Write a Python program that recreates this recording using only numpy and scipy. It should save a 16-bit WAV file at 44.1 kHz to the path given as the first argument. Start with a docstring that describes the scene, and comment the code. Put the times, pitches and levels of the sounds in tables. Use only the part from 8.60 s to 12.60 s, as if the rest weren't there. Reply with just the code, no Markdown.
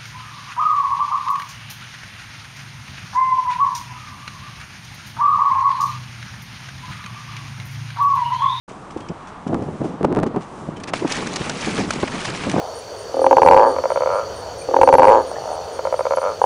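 """A horse canters into a pond.

Hooves crunch over a sandy track and the bridle clinks, then the horse splashes away through shallow water.
Each hoof slaps the water and throws up spray, which rains back as drops and bubbles.
Gusts buffet the microphone; behind them lie the rush of open country and a faint bird."""
import sys
import numpy as np
from scipy import signal
from scipy.fft import rfft, irfft, next_fast_len
from scipy.io import wavfile
from scipy.ndimage import uniform_filter1d, map_coordinates

SR = 44100
rng = np.random.default_rng(int(sys.argv[2]) if len(sys.argv) > 2 else 0)


def wav_record(signal):
    """Record a signal, one row per channel, as 16-bit PCM in the file named by sys.argv[1]."""
    frames = np.transpose(np.atleast_2d(signal))
    bounded = np.clip(frames, -1, 1)
    # unit amplitude maps onto the largest positive 16-bit level
    quanta = np.round(bounded * 32767).astype(np.int16)
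    wavfile.write(sys.argv[1], SR, quanta)


N = 176400
T = np.arange(N) / SR

# tone of the open country (frequency [Hz], level [dB])
COUNTRY_TONE = [(30, -4), (170, 5), (500, -2), (800, 3), (1150, 4), (1500, -6), (2100, -13), (4000, -22),
                (6000, -32.5), (10000, -46)]
# its slow swell (time [s], level [dB])
COUNTRY_SWELL = [(.1, -39.5), (.24, -39), (.4, -39), (.72, -36), (.82, -38.5), (1.9, -38), (4.0, -36.5)]
# bird whistles (time [s], length [s], pitch [Hz], level [dB])
BIRD_NOTES = [(.416, .072, 3080, -53), (.494, .036, 3020, -57), (2.162, .03, 2960, -45)]
# strength of the wind on the microphone (time [s], level [dB])
GUSTS = [(.08, -44.5), (.25, -42), (.45, -35.5), (.54, -51), (.7, -63), (.845, -53.5), (.89, -22),
         (.96, -20.5), (1.04, -26.5), (1.14, -30), (1.195, -34), (1.22, -20), (1.26, -22.5), (1.385, -37.5),
         (1.42, -20.5), (1.51, -20.5), (1.6, -17), (1.69, -23), (1.73, -32.5), (1.8, -29.5), (1.83, -41),
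         (2.0, -35.5), (2.06, -32.5), (2.26, -34.5), (2.4, -29.5), (2.54, -32), (2.6, -22), (2.68, -28.5),
         (2.97, -30), (3.14, -26.5), (3.21, -17.5), (3.31, -29.5), (3.5, -30.5), (3.55, -27), (3.64, -33.5),
         (3.72, -25), (3.79, -34), (3.87, -23.5), (3.92, -24), (3.96, -18.5), (4.0, -18)]
# small swirls of air that thump the microphone (time [s], level [dB], length [s])
SWIRLS = [(0.106, -23, 0.02), (0.363, -13, 0.011), (0.494, -17, 0.035), (0.866, -10, 0.0093),
          (0.928, -8, 0.014), (0.945, -8, 0.012), (1.016, -12.5, 0.02), (1.084, -13.5, 0.011),
          (1.205, -14.5, 0.013), (1.215, -11.5, 0.01), (1.409, -9, 0.0078), (1.429, -12, 0.02),
          (1.442, -3, 0.018), (1.502, -14.5, 0.011), (1.566, -5, 0.015), (1.58, -9, 0.021),
          (1.63, -5.5, 0.014), (1.658, -11.5, 0.026), (1.743, -12, 0.014), (1.759, -7.5, 0.032),
          (2.086, -14, 0.014), (2.418, -11, 0.024), (2.442, -8, 0.029), (2.809, -12.5, 0.014),
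          (3.071, -10, 0.021), (3.359, -16.5, .012), (3.429, -5.5, 0.018), (3.869, -11.5, .014),
          (3.939, -8, 0.0097), (3.962, -6.5, 0.013), (3.979, -7.5, 0.011)]
# tones of the wind's low rumble and its higher flutter (frequency [Hz], level [dB])
RUMBLE_TONE = [(25, -39.5), (50, -18.5), (100, -4), (185, 1.5), (320, -0.5), (550, -7), (900, -16.5),
               (1600, -42.5), (4000, -84.5)]
FLUTTER_TONE = [(150, -32), (400, 3.5), (750, 0), (1200, -9), (1550, -15.5), (2000, -26), (4000, -39.5),
                (10000, -64.5)]
# ticks where gusts overload the microphone (time [s], level [dB])
OVERLOAD_TICKS = [(0.945, -14.5), (1.4307, -16.5), (1.445, -20), (1.4465, -17), (1.45, -12.5), (1.452, -21),
                  (1.5265, -18), (1.55, -15), (1.5623, -18), (1.572, -18.5), (1.59, -16), (1.601, -19),
                  (1.63, -18), (1.6338, -12.5), (1.641, -20), (1.763, -20)]
# clinks of the bit and buckles (time [s], level [dB])
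BRIDLE_CLINKS = [(0.307, -29.5), (.486, -21)]
# the notes at which that steel rings (pitch [Hz], level [dB])
STEEL_NOTES = [(2420, 4), (3020, 0.5), (4950, -1), (5550, 1), (7200, -3)]
# hooves scuffing the sand (time [s], level [dB], fade time [s])
SAND_STEPS = [(0.0885, -38, 0.15), (0.3044, -40, 0.097), (0.372, -37, 0.057), (0.402, -37, 0.074),
              (0.6707, -38.5, 0.12), (0.872, -36.5, 0.064), (1.0196, -42, 0.11), (1.236, -41.5, 0.41),
              (1.663, -33.5, 0.061), (1.8054, -42.5, 0.28), (2.163, -34.5, 0.064)]
# kicked-up sand hissing between steps (time [s], level [dB])
LOOSE_SAND = [(.1, -54.5), (.8, -57.5), (1.2, -53), (1.6, -66.5), (2.0, -49.5), (2.3, -66), (2.6, -74)]
# tone of the sand (frequency [Hz], level [dB])
SAND_TONE = [(300, -4.5), (1200, -1.5), (3000, 1.5), (4300, -3.5), (5800, 2), (10000, -3.5)]
# hooves striking the water (time [s], level [dB], fizz share [dB], slap length [s])
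WATER_STEPS = [(2.2346, -17, -12, 0.012), (2.2724, -17.5, -16.5, 0.038), (2.3346, -6, -26, 0.01),
               (2.474, -16.5, -13, 0.0098), (2.5198, -8.5, -8.5, 0.0096), (2.67, -11, -12.5, 0.008),
               (2.7582, -11.5, -6.5, 0.011), (2.7678, -10, -11, 0.0043), (2.8949, -9, -9.5, 0.0077),
               (3.024, -13.5, -27, 0.015), (3.082, -20.5, -26, 0.0064), (3.1635, -17, -15, 0.012),
               (3.3058, -5, -10.5, 0.0076), (3.3328, -16, -9.5, 0.012), (3.43, -15, -35.5, 0.0066),
               (3.475, -12.5, -21, 0.013), (3.646, -12.5, -13, 0.018), (3.835, -10.5, -32.5, 0.0088),
               (3.896, -8, -13.5, 0.0063), (3.9143, -10.5, -13.5, 0.006)]
# tones of a slap's body and its bright fizz (frequency [Hz], level [dB])
SLAP_TONE = [(200, -36), (600, 10.5), (1300, 3.5), (2500, 5.5), (4000, -7.5), (10000, -21.5)]
FIZZ_TONE = [(1500, -28), (3500, 2), (5000, 5.5), (6500, 4.5), (8000, -3.5), (10000, -5)]
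# flat landings that trap a pocket of air (time [s], level [dB], pitch [Hz])
AIR_CLAPS = [(2.3371, -2.5, 697.4), (3.307, -8.5, 1320)]
# amount of churned and falling water (time [s], level [dB])
CHURN = [(2.2, -43), (2.3, -80), (2.36, -33), (2.45, -43), (2.52, -27.5), (2.57, -28.5), (2.64, -35.5),
         (2.8, -33), (2.93, -35), (3.03, -30.5), (3.13, -31.5), (3.2, -30), (3.28, -39), (3.34, -32.5),
         (3.42, -34), (3.55, -34), (3.66, -30), (3.74, -35.5), (3.84, -32.5), (4.0, -35.5)]
# tones of the washing water and the finest spray (frequency [Hz], level [dB])
WASH_TONE = [(150, -33), (400, -1), (900, -3), (1300, -3.5), (1600, -6), (2400, -0.5), (3800, -7.5),
             (4400, -7.5), (6200, -9), (7800, -14), (10000, -16.5)]
MIST_TONE = [(2500, -23), (5000, -3), (7000, 17), (10000, -16)]


def amp(db):
    """Turn decibels into a number to multiply by."""
    return 10 ** (np.asarray(db) / 20)


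def unit(x):
    """Scale x to an average strength (rms) of 1."""
    return x / np.sqrt(np.mean(x ** 2) + 1e-20)


def curve(rows):
    """Join (time, value) rows with straight lines, one value per sample."""
    return np.interp(T, *np.transpose(rows))


def wobble(rate):
    """A smooth random curve through `rate` points a second."""
    return map_coordinates(rng.standard_normal(4096), [T * rate], mode="wrap")


def burst(start, rise, fade):
    """A loudness shape that jumps up at `start` and dies away, 60 dB every `fade` seconds."""
    age = np.maximum(T - start, 0)
    return (1 - np.exp(-age / rise)) * np.exp(-np.log(1000) * age / fade)


def swell(start, length, skew):
    """A single hump of loudness; a skew under 1 makes it peak earlier."""
    progress = np.clip((T - start) / length, 0, 1)
    return np.abs(np.sin(np.pi * progress ** skew))


def filtered(x, response):
    """Turn each frequency in x up or down by response(hz)."""
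    size = next_fast_len(N + SR // 2)
    return irfft(rfft(x, size) * response(np.fft.rfftfreq(size, 1 / SR)), size)[:N]


def shaped(x, tone):
    """Give x the tone of a (frequency, level) table."""
    points_hz, db = np.transpose(tone)
    return filtered(x, lambda hz: unit(amp(np.interp(np.log(hz + 1), np.log(points_hz), db))))


def noise(tone):
    """Noise with the given tone, at strength 1."""
    return unit(shaped(rng.standard_normal(N), tone))


def even_noise(tone):
    """Noise with its own quick changes in loudness smoothed out."""
    x = noise(tone)
    window = np.hanning(int(0.026 * SR))
    power = np.abs(signal.fftconvolve(x ** 2, window, "same"))
    return unit(x / np.sqrt(power + 1e-9))


def patchy(x, depth_db):
    """Make x louder and softer in small random patches of time and pitch."""
    slices = signal.stft(x, nperseg=256)[2]
    patches = rng.standard_normal(slices.shape)
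    for axis in (0, 1):
        patches = uniform_filter1d(patches, size=6, axis=axis)
    return unit(signal.istft(slices * amp(depth_db * unit(patches)), nperseg=256)[1][:N])


def shower(per_s, hz, spread, cycles, uneven_db, glide, samples):
    """Tiny pings at random times; each fades 40 dB in about `cycles` waves, and `glide` lifts its pitch."""
    when, dice_a, dice_b, size = np.hsplit(rng.random((8000, 4))[:int(per_s * N / SR)], 4)
    pitch = np.clip(hz * np.exp(spread * (dice_a + dice_b - 1)), 100, SR / 4)
    t = np.arange(samples) / SR
    age = np.minimum(t * pitch / cycles, 2)
    strength = amp(-uneven_db * np.log(np.maximum(size, np.exp(-4))))
    pings = strength * np.sin(2 * np.pi * pitch * t * (1 + glide * age)) * np.exp(-np.log(100) * age)
    places = (when * N).astype(int) + np.arange(samples)
    return unit(np.bincount(places.ravel(), pings.ravel(), N)[:N])


def country():
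    """The far, slowly swelling rush of the open field."""
    return amp(curve(COUNTRY_SWELL)) * noise(COUNTRY_TONE)


def bird():
    """Thin, distant whistles that waver as their pitch rises and falls a little."""
    out = np.zeros(N)
    for start, length, hz, db in BIRD_NOTES:
        arch = swell(start, length, skew=0.45)
        pitch = hz * (1 + 0.05 * arch + 0.008 * wobble(211))
        out += amp(db) * np.sin(2 * np.pi * np.cumsum(pitch) / SR) * np.sqrt(arch)
    return out


def hollow_note(force):
    """Air peeling off in swirls makes a rough, wandering note that rises as the gust grows."""
    pitch = 299.6 * np.clip(force, 0.25, 4) ** 0.4 * np.exp(0.22 * wobble(28))
    roughness = 0.8 * wobble(170)
    return force * np.sqrt(2) * np.sin(2 * np.pi * np.cumsum(pitch) / SR + roughness)


def wind():
    """Air pushes unevenly on the microphone; stronger gusts sound brighter."""
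    strong_gust, low_cut_hz = amp(-18), 46
    force = amp(curve(GUSTS) - 3 + 2.5 * wobble(70))
    for start, db, length in SWIRLS:
        force = np.hypot(force, amp(db - 8.5) * swell(start, length, skew=0.57))
    force = force / strong_gust  # 1 now means a strong gust
    rumble = amp(-2) * force ** 0.89 * even_noise(RUMBLE_TONE)
    hollow = amp(-5) * hollow_note(force)
    flutter = amp(-8) * force ** 2.15 * even_noise(FLUTTER_TONE)  # grows faster than the rumble
    buffeting = strong_gust * (rumble + hollow + flutter)
    # little of the deepest bass comes through
    return filtered(buffeting, lambda hz: hz ** 2 / np.hypot(hz ** 2, low_cut_hz ** 2))


def overload():
    """The hardest gusts make the microphone crackle: sharp ticks, each with a short pop."""
    out = np.zeros(N)
    for start, db in OVERLOAD_TICKS:
        tick = (T >= start) * np.exp(-np.abs(T - start) / 0.00045)
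        pop_hz = 1010 * np.exp(0.18 * rng.standard_normal())
        pop = burst(start, rise=0.0001, fade=0.0015) * np.sin(2 * np.pi * pop_hz * (T - start))
        out += amp(db) * (tick + amp(6.5) * pop)
    return out


def bridle():
    """Loose steel parts rattle together and ring for an instant."""
    ring = sum(amp(db) * np.sin(2 * np.pi * hz * T + 1.5 * wobble(900)) for hz, db in STEEL_NOTES)
    clinks = sum(amp(db - 11) * burst(start, rise=0.0031, fade=0.027) for start, db in BRIDLE_CLINKS)
    return ring * clinks


def hooves_on_sand():
    """Each step crunches a short spurt of grit, and loose sand hisses down in between."""
    grains = shower(per_s=2200, hz=4300, spread=1.32, cycles=0.76, uneven_db=3, glide=0, samples=100)
    grit = unit(shaped(grains, SAND_TONE))
    steps = sum(amp(db - 0.5) * burst(start, rise=0.0022, fade=fade) for start, db, fade in SAND_STEPS)
    hiss = amp(curve(LOOSE_SAND)) * noise(SAND_TONE)
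    return grit * steps + hiss


def spray():
    """Thrown water falls back as a wash, ticking drops, ringing bubbles, splatting blobs and fine mist."""
    pond_start = CHURN[0][0]
    churned = amp(curve(CHURN)) * (T > pond_start)
    # every slap throws up a sheet of spray
    thrown = sum(amp(db - 26.5) * burst(start, rise=0.0036, fade=0.12) for start, db, _, _ in WATER_STEPS)
    flow = np.hypot(churned, thrown) * amp(1.2 * wobble(28.05))
    wash = patchy(noise(WASH_TONE), depth_db=1.8) * amp(1.45 * wobble(64))
    drops = shower(per_s=800, hz=4040, spread=1.4, cycles=9.5, uneven_db=2.5, glide=0.03, samples=200)
    drops *= amp(2.5 * wobble(50))  # drops land in clumps
    bubbles = shower(per_s=220, hz=1760, spread=1.275, cycles=29.6, uneven_db=-0.5, glide=0.12,
                     samples=2200)
    blobs = shower(per_s=45, hz=1870, spread=0.78, cycles=5.7, uneven_db=1, glide=0.091, samples=900)
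    mist = amp(-21.5 - 3 * np.maximum(T - pond_start, 0)) * noise(MIST_TONE)  # fades as the horse leaves
    return flow * (amp(-1.5) * wash + amp(-5.5) * drops + amp(-5.5) * bubbles + amp(-7) * blobs + mist)


def hooves_in_water():
    """Each hoof slaps and fizzes as it goes under; flat landings also clap a pocket of air shut."""
    crackle = unit(amp(wobble(900)))  # breaks each slap into uneven cracks
    body = crackle * noise(SLAP_TONE)
    fizz = crackle * noise(FIZZ_TONE)
    out = np.zeros(N)
    for start, db, fizz_db, length in WATER_STEPS:
        slap = body + amp(fizz_db + 8.5) * fizz
        out += amp(db - 13.5) * swell(start, length, skew=0.62) * slap
    for start, db, hz in AIR_CLAPS:
        out -= amp(db) * burst(start, rise=0.0001, fade=0.0097) * np.cos(2 * np.pi * hz * (T - start))
    return out


def scene():
    """Add the horse, the wind and the background together in one channel."""
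    horse = hooves_on_sand() + bridle() + hooves_in_water() + spray()
    return (wind() + overload() + country() + bird() + horse)[None]


def record(dry):
    """Open after a moment of silence, round off the biggest peaks and cut the highest treble."""
    start_s, ceiling, top_hz = 0.078, 0.75, 10150
    opened = dry[0] * np.clip((T - start_s) / 0.004, 0, 1)
    rounded = opened / (1 + np.abs(opened / ceiling) ** 6) ** (1 / 6)
    return filtered(rounded, lambda hz: 1 / (1 + (hz / top_hz) ** 160))[None]


dry = scene()
out = record(dry)
wav_record(out)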